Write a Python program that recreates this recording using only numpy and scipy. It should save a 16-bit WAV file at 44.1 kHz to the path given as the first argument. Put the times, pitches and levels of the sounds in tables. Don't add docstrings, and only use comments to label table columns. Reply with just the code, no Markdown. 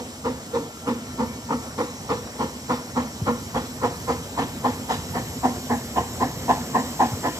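import sys
import numpy as np
from scipy import signal
from scipy.fft import rfft, irfft, next_fast_len
from scipy.io import wavfile
from scipy.ndimage import uniform_filter1d, map_coordinates

SR = 44100
rng = np.random.default_rng(int(sys.argv[2]) if len(sys.argv) > 2 else 0)


def store_wav(level_fs):
    pcm = np.round(np.clip(np.atleast_2d(level_fs), -1, 1) * 32767)
    wavfile.write(sys.argv[1], SR, pcm.T.astype(np.int16))


N = 325899


def amp(db):
    return 10 ** (np.asarray(db) / 20)


def unit(x):
    return x / np.sqrt(np.mean(x ** 2) + 1e-20)


def along(points, hz):
    f, v = np.transpose(points)
    return np.interp(np.log(hz + 1), np.log(f + 1), v)


def curve(points):
    return np.interp(np.arange(N) / SR, *np.transpose(points))


def wobble(rate):
    knots = rng.standard_normal(int(N * rate / SR) + 4)
    return map_coordinates(knots, [np.arange(N) * rate / SR])


def filtered(x, response):
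    m = next_fast_len(N + SR // 2)
    return irfft(rfft(x, m) * response(np.fft.rfftfreq(m, 1 / SR)), m)[..., :N]


def mode(hz, centre_hz, width_hz):
    return 1j * hz * width_hz / (centre_hz ** 2 - hz ** 2 + 1j * hz * width_hz)


def rush(spectrum, patchy_db):
    z = signal.stft(rng.standard_normal((2, N)), nperseg=512)[2]
    patches = uniform_filter1d(rng.standard_normal(z.shape[1:]), size=5, axis=0)
    patches = uniform_filter1d(patches, size=8, axis=1)
    pair = signal.istft(z * amp(patchy_db * unit(patches)), nperseg=512)[1][:, :N]

    def colour(hz):
        inside = (hz > spectrum[0][0]) * (hz < spectrum[-1][0])
        return amp(along(spectrum, hz)) * inside
    return unit(filtered(pair, colour))


def steady(hz, width, evenness):
    shape = lambda f: mode(f, hz, width) * mode(f, hz, 11.0 * width)
    noise = filtered(rng.standard_normal((2, N)), shape)
    narrow = signal.hilbert(noise, next_fast_len(N))[:, :N]
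    return unit(narrow.real / np.abs(narrow) ** np.clip(evenness, 0, 1))


def approach_db():
    start_m, speed_m_s, pull_m_s2 = 40, 1.98, 0.081
    t = np.arange(N) / SR
    distance_m = start_m - speed_m_s * t - pull_m_s2 * t ** 2 / 2
    return 20 * np.log10(start_m / distance_m)


def exhaust():
    # f/Hz, level per Hz/dB
    jet_far = [(320, -12.5), (540, -5), (650, -18), (860, 3), (940, 4.5), (1200, -3.5), (1420, -5),
               (1620, -37), (2000, -19), (2400, -18), (3200, -85)]
    # f/Hz, level per Hz/dB
    jet_near = [(320, -8), (540, -16), (657, -5.5), (728, 1), (964, -1.5), (1020, 3.5), (1170, -18),
                (1470, -21), (1590, -20), (1650, -45), (2140, -57), (3630, -120)]
    # f/Hz, level per Hz/dB
    jet_low = [(40, -36), (70, -6.5), (110, -5.5), (170, -5), (300, -1.5), (390, -14), (560, -13.5),
               (700, -36)]
    # f/Hz, level per Hz/dB
    fizz_colour = [(1900, 2), (2300, 0.5), (3000, 1), (4200, -1.5), (6000, -5.5), (7800, -7), (8700, -17),
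                   (11500, -17), (15500, -28)]
    # f/Hz, basic width/Hz (scaled below)
    chimney = [(244, 21.3), (482, 45.4), (1790, 250)]
    jet, low, octave, bass, upper, fizz = blast()
    near = np.clip(np.arange(N) / SR / 5.55, 0, 1) ** 2.7
    eddies = amp(0.94 * wobble(90))
    bark = np.sqrt(1 - near) * rush(jet_far, patchy_db=1.0)
    bark += np.sqrt(near) * rush(jet_near, patchy_db=2.0)
    shoulder = rush(jet_low, patchy_db=-1.0)
    sound = eddies * (amp(0.5) * jet * bark + amp(5.0) * bass * shoulder)
    for flow, (hz, width) in zip((low, octave, upper), chimney):
        drive = flow * steady(hz, 1.13 * width, evenness=0.37)
        ringing = filtered(drive, lambda f: mode(f, hz, 1.91 * width))
        sound += amp(3.5) * ringing
    return sound + amp(-3.5) * fizz * eddies * rush(fizz_colour, patchy_db=3.0)


def blast():
    # peak t/s, jet level/dB,
    # then level over the jet/dB of the chimney fundamental and of the fizz
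    beats = [(-.04, -20, 1.5, -17.5), (0.263, -26.5, -.5, -11), (0.551, -28.5, -6.5, -11.5),
             (0.884, -25.5, 1, -12.5), (1.204, -26.5, 2, -14), (1.513, -24.5, 0, -16.5),
             (1.796, -25.5, -6.5, -11), (2.110, -24.5, -4, -10.5), (2.412, -26.5, 1, -12.5),
             (2.71, -21, -7, -15), (2.978, -23, -5, -13.5), (3.28, -22, -0.5, -16), (3.562, -24, -8, -12.5),
             (3.839, -21, -8.5, -14), (4.094, -22.5, -9, -13), (4.394, -20.5, -6, -13.5),
             (4.657, -21.5, -6.5, -16), (4.909, -22, -9.5, -7.5), (5.161, -24.5, -9.5, -13.5),
             (5.45, -20, -1.5, -14), (5.715, -19, -3, -24), (5.976, -21, -8.5, -16.5),
             (6.221, -19, -9, -18.5), (6.502, -17, -13, -16.5), (6.761, -19.5, -3, -16.5),
             (7.014, -16, -8, -17), (7.254, -18.5, -9, -16.5)]
    # basic level at the start/dB, gain per dB of approach/dB
    companions = [(-26.5, -1.77), (-37, -0.06), (-43.5, 2)]
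    linger = [0.88, 1.31, 1.26, 1.72, 1.22, 1.74]
    rise_ms, fall_ms = 15.65, 36.1
    scatter_db = 1.5
    lead = SR // 10
    flow = np.zeros((6, N + 2 * SR))
    t = np.arange(-lead, SR // 4) / SR
    span = np.where(t < 0, rise_ms, np.array(linger)[:, None] * fall_ms) / 1000
    puff = np.exp(-np.abs(t / span) ** 2.07)
    start_db, grows = np.transpose(companions)
    chances_db = scatter_db * rng.standard_normal((len(beats), len(companions)))
    near_db = approach_db()
    for (s, db, ring_db, fizz_db), chance_db in zip(beats, chances_db):
        others_db = start_db + grows * near_db[max(round(s * SR), 0)] + chance_db
        levels_db = np.r_[db, db + ring_db, others_db, db + fizz_db]
        start = SR + round(s * SR) - lead
        flow[:, start:start + len(t)] += amp(levels_db)[:, None] * puff
    return flow[:, SR:SR + N]


def steam_leaks():
    # f/Hz, level per Hz/dB
    leak_colour = [(1290, -26), (2200, -6.5), (2700, -14), (3010, -3), (3580, -7), (4000, -3.5),
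                   (4720, -7.5), (5170, -7.5), (6100, -4.5), (7540, -4), (8310, -6), (8860, -56),
                   (10200, -13), (13300, -53), (22000, -120)]
    # f/Hz, width of the narrower filter/Hz, basic level/dB
    nozzle = [(5400, 700, -6), (6520, 200, -11), (7460, 320, -4)]
    # f/Hz, level per Hz/dB
    top_colour = [(9000, -57), (10100, -28), (10700, 1), (12100, -0.5), (13700, -1.5), (14800, -7),
                  (15700, -12)]
    # t/s, rise/dB, dying time/s
    surges = [(4.6, 1, .2), (5.1, 4.5, 0.11)]
    # f/Hz, width of the narrower filter/Hz
    thin_tone = (5650, 36)
    # t/s, level/dB
    thin_level = [(0, -58), (.5, -63), (.9, -57), (2.1, -50.5), (4, -53), (4.7, -66), (5.1, -51),
                  (7.39, -56)]
    t, near_db = np.arange(N) / SR, approach_db()
    leak_db = -46 + 1.11 * near_db
    top_db = -54.5 + 1.93 * near_db
    for s, db, dying in surges:
        top_db += db * (t > s) * np.exp(-np.abs(t - s) / dying)
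    white = rng.standard_normal((2, N))
    whistle = np.zeros((2, N))
    for hz, width, db in nozzle:
        tone = unit(filtered(white, lambda f: mode(f, hz, width) * mode(f, hz, 6.8 * width)))
        whistle += amp(db + 0.77 * wobble(2.94)) * tone
    sputter_db = 0.42 * wobble(9.9)
    hiss = rush(leak_colour, patchy_db=1.96) + amp(0.5) * whistle
    leak = amp(leak_db + sputter_db) * hiss
    thin = amp(curve(thin_level)) * steady(*thin_tone, evenness=0.33)
    top = amp(top_db + sputter_db) * rush(top_colour, patchy_db=2.0)
    return leak + thin + top


def fire_draught():
    # f/Hz, level per Hz/dB
    draught_colour = [(120, -29), (200, -3), (245, 6.5), (280, -5.5), (320, -6), (390, -7), (470, -6),
                      (600, -8.5), (1000, -11.5), (1600, -17.5), (2700, -21), (4000, -41)]
    level_db = -39.5 + 0.99 * approach_db()
    return amp(level_db + 0.64 * wobble(19)) * rush(draught_colour, patchy_db=2.0)


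def wheel_rumble():
    # f/Hz, level per Hz/dB
    rumble_colour = [(22, -36), (42, -33), (65, -5.5), (110, -4), (170, -6.5), (260, -31), (400, -43)]
    # t/s, level/dB
    wheels = [(0, -46), (.8, -44.5), (1.2, -41.5), (2.8, -43), (3.2, -39), (4.8, -39), (5.14, -34),
              (5.6, -40.5), (6.2, -39), (6.6, -37.5), (7.39, -40.5)]
    return amp(curve(wheels) + 1.5 * wobble(16)) * rush(rumble_colour, patchy_db=0.5)


def joints():
    # start t/s, level before rise and decay/dB, pitch it sags to f/Hz
    drops = [(2.933, -27, 85), (3.218, -13, 92.4), (7.118, -21, 100), (7.132, -18, 79)]
    out, t = np.zeros(N + SR), np.arange(SR // 4) / SR
    for s, db, hz in drops:
        turns = hz * (t + 0.0081 * (1 - np.exp(-t / 0.0039)))
        rise = 1 - np.exp(-t / 0.0033)
        decay = amp(db - 60 * t / 0.1)
        out[round(s * SR):][:len(t)] += decay * rise * np.sin(2 * np.pi * turns)
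    return out[:N]


def bank(pair, delay):
    # f/Hz, time to fall 60 dB/s
    dying = [(200, 0.5), (900, 0.32), (3000, 1), (9000, 0.37)]
    out, hop = np.zeros((2, N + 2 * SR)), SR // 3
    for start in range(0, N, hop):
        hz, t, z = signal.stft(rng.standard_normal((2, SR // 2)), SR, nperseg=256)
        decay = amp(-60 * t / along(dying, hz)[:, None])
        tail = signal.istft(z * decay, SR, nperseg=256)[1]
        tail = tail / np.linalg.norm(tail[0])
        wet = signal.fftconvolve(pair[:, start:start + hop], tail, axes=1)
        out[:, start + round(delay * SR):][:, :wet.shape[1]] += wet
    return out[:, :N]


def horn():
    # multiple of the base pitch, from t/s, loudest t/s, to t/s
    partials = [(3, .35, 1.2, 1.8), (4, .9, 1.25, 1.8), (5, .75, 1.3, 1.85)]
    partial_db = [-52.5, -57, -55.5]
    base_hz = 451
    t = np.arange(N) / SR
    turns = np.cumsum(base_hz * (1 + 0.0017 * wobble(11))) / SR
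    sound = np.zeros(N)
    for (k, *span), db in zip(partials, partial_db):
        swell = np.interp(t, span, [0, 1, 0]) ** 0.47
        flicker = amp(db + 2.2 * wobble(12))
        sound += swell * flicker * np.sqrt(2) * np.sin(2 * np.pi * k * turns)
    return sound


def ports(pair):
    # f/Hz, likeness (1 = the same)
    alike = [(30, .91), (100, .99), (300, .98), (700, .89), (1400, .76), (3000, .52), (6000, .56),
             (9500, .52), (13000, .36)]
    # f/Hz, level/dB
    tilt = [(60, -.9), (300, -1), (600, -.4), (1400, .5), (2800, .9), (5600, -.4), (8000, .4),
            (12000, -1.8)]
    # t/s, lag/microseconds
    left_lag = [(0, 190), (4.5, 175), (6, 155), (7.4, 140)]
    hz, t, z = signal.stft(pair, SR, nperseg=1024)
    turn = np.arccos(np.clip(along(alike, hz), -1, 1))[:, None] / 2
    same, other = np.cos(turn) * z[0], np.sin(turn) * z[1]
    lag = np.interp(t, *np.transpose(left_lag)) / 10 ** 6
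    lag = lag / (1 + (580 / (hz[:, None] + 1)) ** 3)
    half = amp(along(tilt, hz)[:, None] / 2) * np.exp(-1j * np.pi * lag * hz[:, None])
    left, right = (same + other) * half, (same - other) / half
    return signal.istft(np.array([left, right]), SR, nperseg=1024)[1][:, :N]


def scene():
    beats = exhaust()
    wet_db = np.interp(np.arange(N) / SR, [0, 7.4], [-10, -13])
    echo = bank(amp(wet_db) * beats, delay=.03)
    engine = beats + steam_leaks() + fire_draught() + wheel_rumble() + joints()
    return ports(engine + echo + horn())


def record(dry):
    return filtered(dry, lambda hz: hz < 15520)


dry = scene()
out = record(dry)
store_wav(out)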